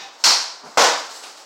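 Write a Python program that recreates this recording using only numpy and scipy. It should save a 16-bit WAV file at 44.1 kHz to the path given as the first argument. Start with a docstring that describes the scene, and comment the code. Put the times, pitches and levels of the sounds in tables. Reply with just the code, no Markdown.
"""A shoe squeaks as it pivots in a small, bare room, heard on one microphone across the floor.
A spinning kick cracks a plastic bottle off the top of a punching bag; its thin shell buckles and rings.
The foot comes down, then the bottle slams onto the floor and skitters away while clothes rustle.
The walls answer each contact, and both big blows overload the recorder's limiter."""
import sys
import numpy as np
from scipy import signal
from scipy.fft import rfft, irfft, next_fast_len
from scipy.io import wavfile
from scipy.ndimage import uniform_filter1d, minimum_filter1d, map_coordinates

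SR = 44100
rng = np.random.default_rng(int(sys.argv[2]) if len(sys.argv) > 2 else 0)


def digitize_waveform(pressure):
    """Quantize a signal to 16-bit integers and store it at the path in sys.argv[1].

    Rows of a 2-D input are taken as channels; values are limited to [-1, 1].
    """
    field = np.atleast_2d(pressure).T
    bounded = np.clip(field, -1, 1)
    quanta = np.round(bounded * 32767).astype(np.int16)
    wavfile.write(sys.argv[1], SR, quanta)


N = 63945
T = np.arange(N) / SR


# the shell buckles and springs back under the foot (delay [s], relative level [dB])
KICK_BUCKLES = [(.012, -2.5), (.05, -10.5)]
# the crack of thin plastic (frequency [Hz], relative level [dB])
CRACK_SPECTRUM = [(100, -40), (300, -21), (600, -16.5), (900, -5.5), (1150, -9.5), (1400, -6), (1900, -11),
                  (2600, -10), (3500, -9.5), (4150, 0.5), (5500, 0.5), (6800, -7.5), (8000, -13),
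                  (9500, -21.5), (12000, -26.5), (15500, -30)]
# the shell's ring (frequency [Hz], relative level [dB])
SHELL_MODES = [(856, -55), (1400, -33), (3192, -33), (4102, -41), (4298, -22), (4341, -37), (4479, -37),
               (4538, -53), (5147, -26), (5325, -45), (5466, -38), (5690, -25)]
# the slap on the bag (frequency [Hz], relative level [dB])
BAG_SPECTRUM = [(50, -20), (120, -17.5), (220, -12), (450, -6.5), (750, 0), (1000, 5), (1400, -7.5),
                (2200, -5.5), (4000, -15), (15500, -47)]

def kick(start_s=0.2385):
    """Up on the bag: the foot cracks the bottle, which buckles and rings, then slaps the bag in passing."""
    hit = contact(start_s, 0, rise_s=0.0015)
    buckles = sum(contact(start_s + delay, db, rise_s=0.0013) for delay, db in KICK_BUCKLES)
    crack = coloured(hit + buckles, CRACK_SPECTRUM)
    shell = at(start_s, ring(SHELL_MODES, t60_s=0.54, waver_hz=7.7, attack_s=0.008))
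    bag = coloured(contact(0.266, db=-20, rise_s=0.002), BAG_SPECTRUM)
    return amp(-8.5) * (crack + amp(-9) * shell) + bag


# the shell buckles and springs back on the floor (delay [s], relative level [dB])
LANDING_BUCKLES = [(.017, -3), (.044, -2)]
# bottle and floor colliding (frequency [Hz], relative level [dB])
SLAM_SPECTRUM = [(59, -53), (100, -30), (238, -24), (293, -12), (378, -9.5), (487, -1), (601, -2), (998, 0),
                 (1180, -4), (1520, -3.5), (1620, -7), (2690, -10), (3050, -9.5), (5280, -6.5), (6950, -11),
                 (9740, -27.5), (15500, -35)]
# the knock that rings on (frequency [Hz], relative level [dB])
KNOCK_MODES = [(215, -44.5), (292, -42.5), (330, -46), (477, -35), (511.5, -34.5), (565, -34), (704, -29.5),
               (756.5, -27), (796.5, -29), (815, -34), (885.5, -37), (941, -32.5), (1031, -29), (1110, -29),
               (1491, -32.5), (1733, -32.5)]
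# the floor's first dull push (frequency [Hz], relative level [dB])
THUD_SPECTRUM = [(120, -36), (400, -21.5), (600, -5.5), (1000, 1), (1500, -15.5), (2300, -26), (15500, -48)]

def landing(start_s=0.7729):
    """Down on the floor: the bottle slams in with a thud and a hollow knock."""
    hit = contact(start_s, 0, rise_s=0.0026)
    buckles = sum(contact(start_s + delay, db, rise_s=0.0016) for delay, db in LANDING_BUCKLES)
    slam = coloured(hit + buckles, SLAM_SPECTRUM)
    knock = at(start_s, ring(KNOCK_MODES, t60_s=0.53, waver_hz=1.86, attack_s=0.0036))
    push = amp(-7) * rng.standard_normal(N) * decay(t60_s=0.092)
    thud = at(start_s, coloured(push, THUD_SPECTRUM))
    return amp(-9.5) * (slam + amp(-3) * knock) + thud


# the bottle taps the floor (time [s], level [dB])
BOTTLE_TAPS = [(1.110, -45.5), (1.146, -47), (1.226, -42.5), (1.234, -37), (1.372, -45.5)]
# a light tap of plastic (frequency [Hz], relative level [dB])
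TAP_SPECTRUM = [(100, -34), (250, -10), (600, 4.5), (1300, 3), (2000, -0.5), (2700, 3), (3400, 0.5),
                (5000, 2.5), (8000, -3.5), (9500, -8.5), (15500, -25)]
# a thin hiss among the taps (frequency [Hz], relative level [dB])
HISS_SPECTRUM = [(3000, -37), (6500, -17), (7500, -2), (7900, 7), (8400, -17), (10000, -12), (15500, -24)]

def skitter(hiss_s=1.17, hiss_width_s=0.06):
    """Faint at the microphone: the fallen bottle taps along the floor with a brief hiss."""
    swell = np.exp(-((T - hiss_s) / hiss_width_s) ** 2)
    hiss = amp(-47) * swell * noise(HISS_SPECTRUM)
    taps = sum(contact(s, db, rise_s=0.001) for s, db in BOTTLE_TAPS)
    return coloured(taps, TAP_SPECTRUM) + hiss


# the foot lands, ball then heel (time [s], level [dB])
STEP_CONTACTS = [(.631, -44), (0.645, -37.5)]
# the sole's dull pat (frequency [Hz], relative level [dB])
STEP_SPECTRUM = [(130, -18), (170, -1), (260, -8), (400, -8), (750, -2), (1300, -6), (2000, -14.5),
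                 (3500, -24), (5000, -10.5), (9000, -29), (15500, -41)]
# the floorboards' ring (frequency [Hz], relative level [dB])
BOARD_MODES = [(165, -11), (255, 0), (400, -2), (612, -3), (760, -1), (985, 2), (1175, 1)]

def footfall():
    """Beside the bag: the kicking foot comes down softly and sets the floorboards ringing."""
    boards = at(STEP_CONTACTS[0][0], ring(BOARD_MODES, t60_s=0.19, waver_hz=9.8, attack_s=0.0066))
    pats = sum(contact(s, db, rise_s=0.01) for s, db in STEP_CONTACTS)
    return coloured(pats, STEP_SPECTRUM) + amp(-36) * boards


# the sole squeaks on the floor (frequency [Hz], relative level [dB])
SQUEAK_TONES = [(1770, -52), (2536, -50), (3515, -50), (3790, -48), (4802, -54), (5593, -52), (6471, -60)]
# the sole's scuff (frequency [Hz], relative level [dB])
SCUFF_SPECTRUM = [(100, -21), (250, -10.5), (550, -7), (1000, 3), (1400, -4), (2500, 0), (3200, -1.5),
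                  (4500, -1), (6000, -3), (7800, -14.5), (9500, -29), (15500, -31)]

def pivot(waver_hz=20.3, low_rise_s=0.04):
    """At floor level: the standing foot twists with a scuff and a rough squeak, its low note late."""
    def tone(hz, db):
        pitch_hz = hz + waver_hz * wobble(148)
        return amp(db + wobble(66)) * np.sin(2 * np.pi * np.cumsum(pitch_hz) / SR)

    high = amp(4.5) * sum(tone(hz, db) for hz, db in SQUEAK_TONES) * decay(t60_s=0.49, hold_s=0.03)
    low_onset = np.minimum(T / low_rise_s, 1) ** 3
    low = tone(hz=790, db=-40) * low_onset * decay(t60_s=0.21, hold_s=0.07)
    scuff = amp(-38) * noise(SCUFF_SPECTRUM) * decay(t60_s=0.6, hold_s=0.029)
    return high + low + scuff


# the swish follows the body's motion (time [s], level [dB])
SWISH_LEVELS = [(0, -61), (.12, -54), (.18, -50), (.23, -44.5), (.4, -58), (.6, -54), (.7, -49.5),
                (.77, -50), (1.05, -42), (1.18, -40.5), (1.3, -45.5), (1.45, -47)]
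# rubbing cloth (frequency [Hz], relative level [dB])
CLOTH_SPECTRUM = [(100, -35.5), (300, -4.5), (800, 2), (1400, 0), (2400, -10.5), (3400, -5.5), (4300, 2),
                  (6200, -1.5), (8000, -5), (9500, -21), (15500, -22)]

def clothes():
    """Well under the blows: loose cloth rustles unevenly on the turning body."""
    swish_db = np.interp(T, *np.transpose(SWISH_LEVELS))
    flutter_db = 2.4 * wobble(39.5)
    return amp(swish_db + flutter_db) * noise(CLOTH_SPECTRUM)


# the room's quiet air (frequency [Hz], relative level [dB])
AIR_SPECTRUM = [(25, -38), (80, -49), (160, -16), (300, -5), (550, 1.5), (850, 4), (1500, -1.5),
                (2500, -11.5), (5000, -9.5), (9000, -49), (15500, -40)]

def room_tone():
    """All around the microphone: a faint, steady hush."""
    return amp(-48.5) * noise(AIR_SPECTRUM)


# reverberation of the bare room (frequency [Hz], time to fall 60 dB [s])
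ROOM_T60 = [(80, 0.14), (200, 0.39), (500, 0.52), (1300, 0.6), (3000, 0.56), (5000, 0.56), (9000, 0.48),
            (15000, 0.37)]

def contact(start_s, db, rise_s):
    """A contact from a distance: a short direct burst and the room's answer, longest in the mids."""
    hz, t, bands = signal.stft(rng.standard_normal(N), SR, nperseg=256)
    fading = amp(-60 * t / along(ROOM_T60, hz)[:, None])
    answer = signal.istft(bands * fading, SR, nperseg=256)[1][:N]
    direct = amp(1) * decay(t60_s=0.032) * rng.standard_normal(N)
    attack = 1 - np.exp(-T / rise_s)
    return amp(db) * at(start_s, (direct + answer) * attack)


def ring(modes, t60_s, waver_hz, attack_s):
    """A struck body's modes fade together, each a little unsteady in pitch."""
    tones = np.zeros(N)
    for hz, db in modes:
        cycles = rng.random() + np.cumsum(hz + waver_hz * wobble(60)) / SR
        tones += amp(db) * np.sin(2 * np.pi * cycles)
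    return unit(tones) * decay(t60_s) * (1 - np.exp(-T / attack_s))


def coloured(x, spectrum):
    """Causal filter of unit power gain that falls away below the spectrum's first point."""
    size = 2 * next_fast_len(N)
    hz = np.fft.rfftfreq(size, 1 / SR)
    low_cut = np.minimum(hz / spectrum[0][0], 1) ** 3
    gain = unit(amp(along(spectrum, hz)) * low_cut)
    cepstrum = irfft(np.log(np.maximum(gain, 1e-6)))
    cepstrum[1:size // 2] *= 2  # minimum phase: nothing sounds before the hit
    cepstrum[size // 2 + 1:] = 0
    return irfft(rfft(x, size) * np.exp(rfft(cepstrum)))[:N]


def noise(spectrum):
    """Steady coloured noise of rms 1."""
    return unit(coloured(rng.standard_normal(N), spectrum))


def decay(t60_s, hold_s=0):
    """Hold at 1, then fall 60 dB every t60_s."""
    return amp(-60 * np.maximum(T - hold_s, 0) / t60_s)


def wobble(rate):
    """A smooth random curve, rate knots a second."""
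    return map_coordinates(rng.standard_normal(400), [T * rate], mode="wrap")


def along(points, hz):
    """Read (frequency, value) points on a log axis."""
    knots_hz, values = np.transpose(points)
    return np.interp(np.log(hz + 1), np.log(knots_hz + 1), values)


def at(start_s, x):
    """Delay x to begin at start_s."""
    return np.pad(x, (round(start_s * SR), 0))[:N]


def amp(db):
    """Decibels to gain."""
    return 10 ** (np.asarray(db) / 20)


def unit(x):
    """Scale to rms 1."""
    return x / np.sqrt(np.mean(x ** 2) + 1e-20)


def scene():
    """Everything that reaches the one microphone."""
    return (pivot() + kick() + footfall() + landing() + skitter() + clothes() + room_tone())[None]


def record(dry):
    """The recorder: a limiter ducks each peak at once and recovers quickly, then the top treble is cut."""
    ceiling, release_db_per_s, top_hz = 0.675, 454, 15900
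    look_ahead = int(0.00023 * SR)
    needed_db = np.minimum(0, 20 * np.log10(ceiling / (np.abs(dry) + 1e-9)))
    held_db = minimum_filter1d(needed_db, look_ahead)
    recovery_db = release_db_per_s * T
    gain_db = np.minimum.accumulate(held_db - recovery_db, axis=-1) + recovery_db
    limited = dry * amp(uniform_filter1d(gain_db, look_ahead))
    size = 2 * next_fast_len(N)
    passband = np.fft.rfftfreq(size, 1 / SR) < top_hz
    return irfft(rfft(limited, size) * passband, size)[..., :N]


dry = scene()
out = record(dry)
digitize_waveform(out)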